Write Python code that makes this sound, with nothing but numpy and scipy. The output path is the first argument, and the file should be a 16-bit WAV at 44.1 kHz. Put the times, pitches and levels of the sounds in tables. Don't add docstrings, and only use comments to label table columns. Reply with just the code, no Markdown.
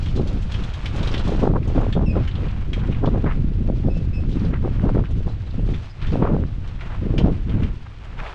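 import sys
import numpy as np
from scipy import signal
from scipy.fft import rfft, irfft, next_fast_len
from scipy.io import wavfile
from scipy.ndimage import uniform_filter1d, map_coordinates

SR = 44100
rng = np.random.default_rng(int(sys.argv[2]) if len(sys.argv) > 2 else 0)


def waveform_to_disk(signal):
    frames = np.transpose(np.atleast_2d(signal))
    scaled = np.clip(frames, -1, 1) * 32767
    samples = np.round(scaled).astype(np.int16)
    wavfile.write(sys.argv[1], SR, samples)


N = 368058


def amp(db):
    return 10 ** (np.asarray(db) / 20)


def unit(x):
    return x / np.sqrt(np.mean(x ** 2) + 1e-20)


def along(points, hz):
    f, v = np.transpose(points)
    return np.interp(np.log(hz + 1), np.log(f + 1), v)


def curves(rows):
    s, *cols = np.transpose(rows)
    return [np.interp(np.arange(N) / SR, s, c) for c in cols]


def wobble(rate):
    knots = rng.standard_normal(int(N * rate / SR) + 4)
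    return map_coordinates(knots, [np.arange(N) * rate / SR])


def filtered(x, response):
    m = next_fast_len(len(x) + 8192)
    return irfft(rfft(x, m) * response(np.fft.rfftfreq(m, 1 / SR)), m)[:len(x)]


def coloured(x, spectrum):
    return unit(filtered(x, lambda hz: amp(along(spectrum, hz))))


def band(size, centre_hz, octaves):
    def bell(hz):
        return np.exp(-.5 * (np.log2((hz + 1) / centre_hz) / octaves) ** 2)
    return unit(filtered(rng.standard_normal(size), bell))


def steady(x, seconds):
    size = max(int(seconds * SR), 8)
    power = uniform_filter1d(uniform_filter1d(x * x, size), size)
    return x / np.sqrt(np.abs(power) + 1e-12)


def add(track, s, sound):
    part = track[max(round(s * SR), 0):][:len(sound)]
    part += sound[:len(part)]


def grains(rate, spread_db):
    hits = rng.random(N) < rate / SR
    return hits * rng.standard_normal(N) * amp(spread_db * rng.standard_normal(N))


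def swell(s, hold_s, attack_s, release_s):
    t = np.arange(N) / SR - s
    rise = np.minimum(t, 0) / attack_s
    fall = np.maximum(t - hold_s, 0) / release_s
    return np.exp(np.maximum(rise - fall, -20))


def note(length, start_hz, end_hz, rough, overtones_db=()):
    u = np.linspace(0, 1, max(int(length * SR), 64))
    tremor = unit(uniform_filter1d(rng.standard_normal(len(u)), size=40))
    glide_hz = end_hz + (start_hz - end_hz) * (1 - u) ** 2
    phase = 2 * np.pi * np.cumsum(glide_hz * (1 + rough * tremor)) / SR
    voice = np.sin(phase) + sum(amp(db) * np.sin(k * phase) for k, db in enumerate(overtones_db, 2))
    return np.sqrt(np.abs(np.sin(np.pi * u))) * voice


def wind():
    # time in seconds, rms level in dB.
    wind_rows = [(0.0, -23), (0.04, -20), (0.6, -22), (0.76, -27), (0.93, -23), (1.04, -20.5), (2.0, -18),
                 (2.46, -23), (3.16, -19), (4.55, -20.5), (5.02, -17.5), (5.07, -29), (5.13, -17.5),
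                 (5.46, -27.5), (5.67, -17), (5.95, -38), (6.04, -19), (6.83, -28), (7.25, -17),
                 (7.41, -23.5), (7.65, -19), (7.84, -34.5), (8.03, -35.5), (8.21, -26.5), (8.35, -41)]
    # start of the hold in seconds, hold in seconds, buffet level in dB,
    # sharpness in dB (small eddies against the buffet).
    gust_rows = [(0.169, 0.041, -20.5, -16), (0.24, 0.13, -32.5, -15.5), (0.575, 0.02, -29.5, -27),
                 (0.941, 0.25, -32.5, -10.5), (1.269, 0.079, -24, -11), (1.363, 0.05, -27.5, -11),
                 (1.42, 0.055, -20.5, -8.5), (1.5, 0.022, -22, -15), (1.554, 0.011, -23.5, -4),
                 (1.667, 0.041, -30, -11), (1.761, 0.02, -20, -10.5), (1.808, 0.03, -23.5, -9.5),
                 (1.964, 0.024, -21, -10.5), (2.01, 0.038, -24, -13.5), (2.063, 0.11, -26.5, -24),
                 (2.152, 0.028, -20, -12), (2.391, 0.062, -26.5, -22.5), (2.716, 0.15, -33.5, -29),
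                 (2.884, 0.012, -22, -29.5), (3.032, 0.057, -20.5, -10), (3.138, 0.037, -21.5, -13.5),
                 (3.239, 0.033, -22.5, -14), (3.359, .1, -28.5, -40), (3.544, 0.47, -31.5, -29),
                 (3.693, 0.0056, -22, -16), (3.835, 0.07, -24.5, -19), (4.168, 0.18, -31.5, -24),
                 (4.361, 0.18, -26, -27), (4.638, 0.019, -25, -9), (4.835, 0.054, -21, -14),
                 (4.954, 0.041, -22.5, -11), (5.096, 0.024, -32.5, -23), (5.18, 0.02, -35.5, -21),
                 (5.273, 0.009, -29.5, -9.5), (5.585, 0.0082, -28, -25), (5.692, 0.038, -28, -25),
                 (6.129, 0.11, -23, -14), (6.222, 0.061, -21, -5.5), (6.293, 0.073, -20, -15),
                 (6.39, 0.041, -25, -22), (7.028, 0.18, -25.5, -23), (7.188, 0.11, -19.5, -15.5),
                 (7.485, 0.16, -25.5, -29)]
    # frequency in Hz, relative density in dB.
    rumble_shape = [(5, -4), (18, -2), (30, 3), (60, -3), (105, -4), (140, -11), (220, -45), (400, -120)]
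    # centre in Hz, level in dB against the buffet, factor on the sharpness,
    # flutter in dB per unit of the flutter curve.
    eddy_rows = [(152.8, -4, -0.2, 5.5), (246, -1.5, 0.2, 5), (400, -1, 0.5, 5), (750, -2, 1.24, 6.5),
                 (1020, -5, 1.32, 9), (1950, -25, 3.5, 6)]
    attack_s, release_s = 0.013, 0.03
    small_eddies_fade = 0.86
    usual_wind_db, breeze_db, breeze_growth = -22, -36.5, 1.28
    breeze_sharp_db = -28.5
    levelling_cycles = 17

    wind_db, = curves(wind_rows)
    breeze_db = breeze_db + breeze_growth * (wind_db - usual_wind_db)
    gust_db, gust_sharp_db = np.full(N, -200.), np.zeros(N)
    for s, hold_s, db, sharp_db in gust_rows:
        fade_db = 20 * np.log10(swell(s, hold_s, attack_s, release_s))
        stronger = db + fade_db > gust_db
        gust_sharp_db = np.where(stronger, sharp_db + small_eddies_fade * fade_db, gust_sharp_db)
        gust_db = np.maximum(gust_db, db + fade_db)
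    gust_sharp_db = uniform_filter1d(gust_sharp_db, size=SR // 100)

    rumble = steady(coloured(rng.standard_normal(N), rumble_shape), 0.091)
    out = np.hypot(amp(wind_db), amp(gust_db - 3)) * rumble
    flurry = unit(.6 * wobble(25) + .8 * wobble(70) + wobble(240))
    flurry = 2 * np.tanh(flurry / 1.8)
    for hz, db, share, flutter_db in eddy_rows:
        flutter = 0.89 * flurry + 0.51 * wobble(200)
        eddies = band(N, hz, octaves=0.49) * amp(flutter_db * flutter)
        breeze = amp(breeze_db + share * breeze_sharp_db)
        gust = amp(gust_db + share * gust_sharp_db)
        out += amp(db) * np.hypot(breeze, gust) * steady(eddies, levelling_cycles / hz)
    return out


def slaps():
    # centre in seconds, envelope peak in dB, pitch in Hz.
    slap_rows = [(1.294, -10.5, 440), (1.429, -11, 400), (1.44, -8, 480), (1.455, -14, 530),
                 (1.476, -8, 650), (1.538, -15.5, 660), (1.561, -22, 520), (1.569, -20, 910),
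                 (1.702, -19.5, 473), (1.751, -20, 480), (1.766, -25, 470), (1.78, -10, 550),
                 (1.805, -17.5, 630), (1.824, -18, 510), (1.837, -27, 520), (1.867, -13.5, 460),
                 (1.966, -18, 480), (1.977, -14, 540), (2.013, -19, 730), (2.167, -12.5, 460),
                 (2.779, -20, 394), (2.892, -20, 400), (3.046, -10.5, 630), (3.076, -22, 483),
                 (3.148, -16, 500), (3.176, -15, 480), (3.245, -16, 520), (3.689, -22, 484),
                 (3.7, -10, 400), (3.743, -28, 400), (3.86, -31, 750), (3.886, -12.5, 450),
                 (3.969, -24, 446), (4.237, -30, 1100), (4.37, -12, 244), (4.449, -19.5, 410),
                 (4.537, -22, 420), (4.647, -30, 450), (4.678, -15, 480), (4.797, -24, 1400),
                 (4.836, -20, 420), (4.893, -16, 960), (4.9, -15.5, 520), (4.951, -24, 1200),
                 (4.971, -13, 450), (4.996, -19, 654), (5.04, -25, 1140), (5.206, -24.5, 400),
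                 (5.279, -21.5, 576), (5.543, -25.5, 464), (5.596, -19.5, 400), (5.69, -19, 418),
                 (6.157, -10, 540), (6.234, -20, 700), (6.366, -13.5, 593), (6.438, -23.5, 1200),
                 (7.141, -15, 377), (7.263, -11, 455), (7.275, -13, 507), (7.58, -25, 520)]
    life = 0.27
    out, t = np.zeros(N), np.arange(-SR // 50, SR // 50) / SR
    for (s, peak_db, hz), phase in zip(slap_rows, rng.random(len(slap_rows))):
        cycles = t * hz
        swing = np.cos(2 * np.pi * (cycles + phase)) / np.cosh(cycles / life)
        add(out, s + t[0], amp(peak_db) * swing)
    return out


def gravel():
    # start of the hold in seconds, hold in seconds,
    # scuff in dB and fine grit in dB, both before the gains below.
    step_rows = [(0.01, 0.53, -56, -56.5), (0.503, 0.5, -51.5, -55.5), (0.98, 0.23, -46.5, -51),
                 (1.225, 0.18, -49.5, -51), (1.643, .08, -56.5, -59.5), (1.765, 0.12, -51.5, -59.5),
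                 (2.16, 0.096, -52, -64), (2.352, 0.26, -53.5, -62), (2.767, 0.22, -54, -61.5),
                 (3.038, 0.31, -56.5, -63.5), (3.754, 0.28, -72, -62), (4.305, 0.029, -68, -57),
                 (4.372, 0.1, -53.5, -58.5), (4.65, .33, -55.5, -63.5), (5.23, 0.095, -60, -62.5),
                 (5.467, 0.14, -61, -63), (5.67, 0.19, -56.5, -59), (6.026, 0.15, -54, -59.5),
                 (6.174, 0.18, -56.5, -69), (6.641, 0.069, -55.5, -64), (6.811, 0.15, -52, -60.5),
                 (7.004, 0.365, -56, -64), (7.5, 0.17, -53.5, -70), (8.026, 0.092, -56.5, -70),
                 (8.203, 0.1, -48.5, -59.5)]
    # frequency in Hz, relative density in dB.
    scuff_shape = [(150, -35.5), (400, 0), (850, 0.5), (1400, -1), (2000, -6), (2600, -6), (3400, -12.5),
                   (4500, -23.5), (7000, -34), (12000, -51)]
    # frequency in Hz, relative density in dB.
    grit_shape = [(1200, -41.5), (2400, -0.5), (3200, 1), (4300, -2.5), (6000, -9.5), (8000, -18),
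                  (10000, -30), (13000, -44.5)]
    scuff_gain_db, grit_gain_db = 9.0, 4.0
    attack_s, release_s = 0.04, 0.077
    on_stones, on_grit = np.full(N, amp(-62)), np.full(N, amp(-65.5))
    for s, hold_s, coarse_db, fine_db in step_rows:
        weight = swell(s, hold_s, attack_s, release_s)
        on_stones = np.maximum(on_stones, amp(coarse_db) * weight)
        on_grit = np.maximum(on_grit, amp(fine_db) * weight)
    clumps = wobble(55)
    coarse = coloured(grains(rate=3200, spread_db=0.0) * amp(clumps), scuff_shape)
    fine = coloured(grains(rate=8300, spread_db=2.5) * amp(2.1 * clumps + 0.7 * wobble(120)), grit_shape)
    return amp(scuff_gain_db) * on_stones * coarse + amp(grit_gain_db) * on_grit * fine


def rasps():
    # centre in seconds, length in seconds (between the 1/e points),
    # level in dB before the chatter, centre frequency in Hz.
    rasp_rows = [(2.24, 0.081, -50.5, 2360), (2.446, 0.023, -44, 1700), (2.836, 0.072, -43, 1110),
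                 (2.928, 0.042, -49, 2080), (3.282, 0.052, -32, 1000), (3.312, 0.039, -32.5, 1260),
                 (4.546, 0.054, -39, 1230), (5.057, 0.038, -46.5, 1680), (6.046, 0.078, -40.5, 1600),
                 (6.127, 0.086, -45.5, 2380), (6.235, 0.04, -39.5, 1460), (6.281, 0.047, -44, 1240),
                 (6.927, 0.064, -39.5, 1000), (7.867, 0.012, -40.5, 1100), (8.197, 0.022, -34.5, 1300),
                 (8.256, 0.15, -40, 800)]
    out, t = np.zeros(N), np.arange(-SR // 6, SR // 6) / SR
    chatter = amp(3.2 * wobble(320) - 1.3)
    for s, length, db, hz in rasp_rows:
        bell = np.exp(-(2 * t / length) ** 2)
        add(out, s + t[0], amp(db) * bell * band(len(t), hz, octaves=.68))
    return out * chatter


def clacks():
    # start in seconds, reference level in dB, knock in dB,
    # brightness in dB, ring in dB against the reference, pitch of the ring in Hz.
    clack_rows = [(0.058, -34, -5, -18, -19, 3240), (0.082, -39, -16, -22, -8, 3020),
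                  (0.161, -39.5, -21, -11, -11, 4200), (0.273, -37.5, -22, -13, -13, 4370),
                  (0.328, -45.5, -20, -13, -18, 4280), (0.422, -44.5, -7, -6, -20, 3170),
                  (0.518, -33, -18, -14, -18, 3130), (0.541, -31, -4, -25, -10, 3140),
                  (0.636, -37, -28, -14.5, -9, 3450), (0.697, -43, -14, -19, -11, 3150),
                  (0.736, -35, -9, -15.5, -21, 3200), (0.856, -26, -1, -17, -11.5, 3120),
                  (0.959, -35.5, -12, -9, -19, 3130), (1.028, -30.5, -34, -18, -20, 3200),
                  (1.071, -28.5, -24, -21, -16, 3060), (1.139, -22.5, -4.5, -26.5, -21, 3150),
                  (1.177, -29, -23, -22, -16, 3090), (1.275, -35.5, -22, -13.5, -14, 3430),
                  (1.302, -48, -19, -6, -13, 3110), (1.627, -38.5, 8.5, -25, -24, 3130),
                  (1.675, -44, -12.5, -4, -19, 3110), (1.808, -51, -6, -3, -11, 3110),
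                  (1.925, -30, -3, -21.5, -10.5, 3370), (2.275, -32.5, 4, -20, -8, 2960),
                  (2.352, -36, -8, -32, -14, 3120), (2.481, -37.5, -2, -29, -18, 3160),
                  (2.731, -28, 3.5, -18, -10.5, 3170), (3.057, -34.5, -5, -24, -11, 3406),
                  (5.107, -47.5, 3, -1, -17, 3070), (5.738, -34.5, 3, -28, -11.5, 3480),
                  (6.016, -38, -16, -28.5, -19, 3020), (6.067, -37.5, -10, -20.5, -11, 3140),
                  (6.674, -43.5, -7, -14.5, -12, 3090), (6.807, -32.5, 9, -41, -22, 3100),
                  (7.179, -26, -2.5, -20.5, -10.5, 3010), (7.493, -38.5, -1, -32, -17, 3070),
                  (7.631, -34.5, 1.5, -19.5, -14, 3060), (8.044, -50, 1, -6, -17, 3120),
                  (8.186, -42, -1, -25, -17, 3140), (8.26, -32.5, 10, -33, -19, 3080)]
    # multiple of its pitch, mean level in dB before normalising, t60 in seconds.
    mode_rows = [(.68, -7.5, 0.022), (0.801, -2, 0.026), (.95, -0.5, 0.03), (1.001, 4.5, 0.05),
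                 (1.08, -1.5, 0.028), (1.129, -4.5, 0.034), (1.42, -18, 0.03), (1.72, -15.5, 0.034),
                 (2.22, -22, 0.035), (2.42, -22.5, 0.038)]
    crack_db = -9
    rise_s, hold_s, chatter_t60 = 0.0021, 0.0051, 0.074
    spread_db, level_spread_db, detune = 3.0, 1.6, .005
    ring_blur_hz, ring_top_hz = 80, 7500
    lead_s, head = .004, SR // 55
    low_pass = signal.butter(N=4, Wn=ring_top_hz, fs=SR, output="sos")
    out, t = np.zeros(N), np.arange(SR // 4) / SR
    for s, db, knock_db, bright_db, ring_db, ring_hz in clack_rows:
        decay = amp(-60 * np.maximum(t - lead_s - hold_s, 0) / chatter_t60)
        force = np.clip((t - lead_s) / rise_s, 0, 1) * decay
        contacts = force * rng.standard_normal(len(t)) * amp(spread_db * rng.standard_normal(len(t)))
        colour = [(500, -24.0), (1300, knock_db), (2200, knock_db + 4.5), (3300, 2.0), (4500, -8.0),
                  (6500, bright_db + 2.0), (9000, bright_db - 10.5), (11000, bright_db - 20),
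                  (13000, bright_db - 31.5)]
        crack = coloured(contacts, colour)
        chance = rng.standard_normal((len(mode_rows), 2))
        steps = rng.standard_normal((len(mode_rows), len(t)))
        blur = np.cumsum(steps, axis=1) * np.sqrt(2 * np.pi * ring_blur_hz / SR)
        ring = np.zeros(len(t))
        for (k, level, t60), (a, b), phase in zip(mode_rows, chance, blur):
            mode_hz = ring_hz * k * (1 + detune * b)
            mode_amp = amp(level + level_spread_db * a - 60 * t / t60)
            ring += mode_amp * np.sin(2 * np.pi * mode_hz * t + phase)
        strikes = 0.036 * contacts + (np.arange(len(t)) == round(lead_s * SR))
        ring = signal.fftconvolve(strikes, ring * (1 - np.exp(-t / .002)))[:len(t)]
        ring = signal.sosfilt(low_pass, ring)
        crack = amp(db + crack_db) * crack / np.std(crack[:head])
        ring = amp(db + ring_db) * ring / np.std(ring[:head])
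        add(out, s - lead_s, crack + ring)
    return out


def pebbles():
    # start in seconds (the sound begins one rise time earlier),
    # peak level in dB, pitch in Hz.
    pebble_rows = [(0.183, -43, 3600), (0.99, -33, 3400), (1.116, -32, 4600), (1.763, -42, 3230),
                   (2.312, -35, 3100), (2.418, -42, 2900), (2.795, -35.5, 2900), (2.926, -31, 2500),
                   (2.946, -34, 2500), (4.315, -42, 3250), (4.335, -47, 3700), (4.396, -43, 4200),
                   (4.451, -41, 3760), (5.42, -49, 4000), (5.507, -39.5, 3650), (5.688, -41, 3200),
                   (6.468, -48, 4300), (6.689, -44, 3100)]
    rise_s, t60, spread_db = .0015, 0.035, 4
    out, t = np.zeros(N), np.arange(SR // 12) / SR
    knots = t[::SR // 400]
    for s, peak_db, hz in pebble_rows:
        rattle = amp(spread_db * np.interp(t, knots, rng.standard_normal(len(knots))))
        envelope = (1 - np.exp(-t / rise_s)) * amp(-60 * t / t60)
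        click = band(len(t), hz, octaves=0.33) * rattle * envelope
        add(out, s - rise_s, amp(peak_db) * click / np.abs(click).max())
    return out


def bird():
    # start in seconds, length in seconds, start pitch in Hz, end pitch in Hz,
    # level of the fundamental in dB.
    chip_rows = [(2.059, 0.03, 2800, 2610, -39), (2.091, 0.034, 2540, 2540, -39),
                 (3.897, 0.036, 2584, 2560, -47.5), (3.94, 0.06, 2715, 2590, -48.5),
                 (4.129, 0.068, 2616, 2560, -41.5)]
    # start in seconds, length in seconds, pitch in Hz, level in dB.
    whistle_rows = [(5.58, .1, 8500, -79), (6.14, .068, 8620, -70)]
    out = np.zeros(N)
    for s, length, start_hz, end_hz, db in chip_rows:
        add(out, s, amp(db) * note(length, start_hz, end_hz, rough=.023, overtones_db=[-12, -30]))
    for s, length, hz, db in whistle_rows:
        add(out, s, amp(db) * note(length, hz, hz, rough=.004))
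    return out


def twitter():
    # start in seconds, pitch in Hz, level in dB before the echoes.
    twitter_rows = [(5.075, 3680, -54), (5.16, 5960, -68), (5.165, 3600, -56), (5.275, 4800, -61),
                    (5.272, 4040, -51), (5.325, 3780, -54), (5.445, 4000, -52), (5.455, 3650, -57),
                    (5.565, 2750, -47.5), (5.88, 4900, -53)]
    out = np.zeros(N)
    for s, hz, db in twitter_rows:
        add(out, s, amp(db) * note(0.027, hz, hz, rough=.055))
    return out


def yard(x, t60):
    t = np.arange(SR // 2) / SR
    tail = rng.standard_normal(len(t)) * amp(-60 * t / t60) * (t > .008)
    return signal.fftconvolve(x, tail / np.linalg.norm(tail))[:N]


def background_air():
    # frequency in Hz, relative density in dB.
    air_shape = [(100, -8), (300, 6), (600, -8), (1300, -10.5), (2000, -7.5), (3200, -11.5), (4500, -18.5),
                 (6500, -28.5), (8500, -33.5), (11000, -50), (14000, -68)]
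    return amp(-53.5) * coloured(rng.standard_normal(N), air_shape)


def scene():
    chips, knocks = bird(), clacks() + pebbles()
    echoes = amp(-6.5) * yard(chips, t60=0.31) + amp(-9) * yard(knocks, t60=0.15)
    echoes += yard(twitter(), t60=0.13)
    close = wind() + slaps() + gravel() + rasps() + knocks + chips
    return (close + echoes + background_air())[None]


def record(dry):
    return np.array([filtered(x, lambda hz: hz < 13800) for x in dry])


dry = scene()
out = record(dry)
waveform_to_disk(out)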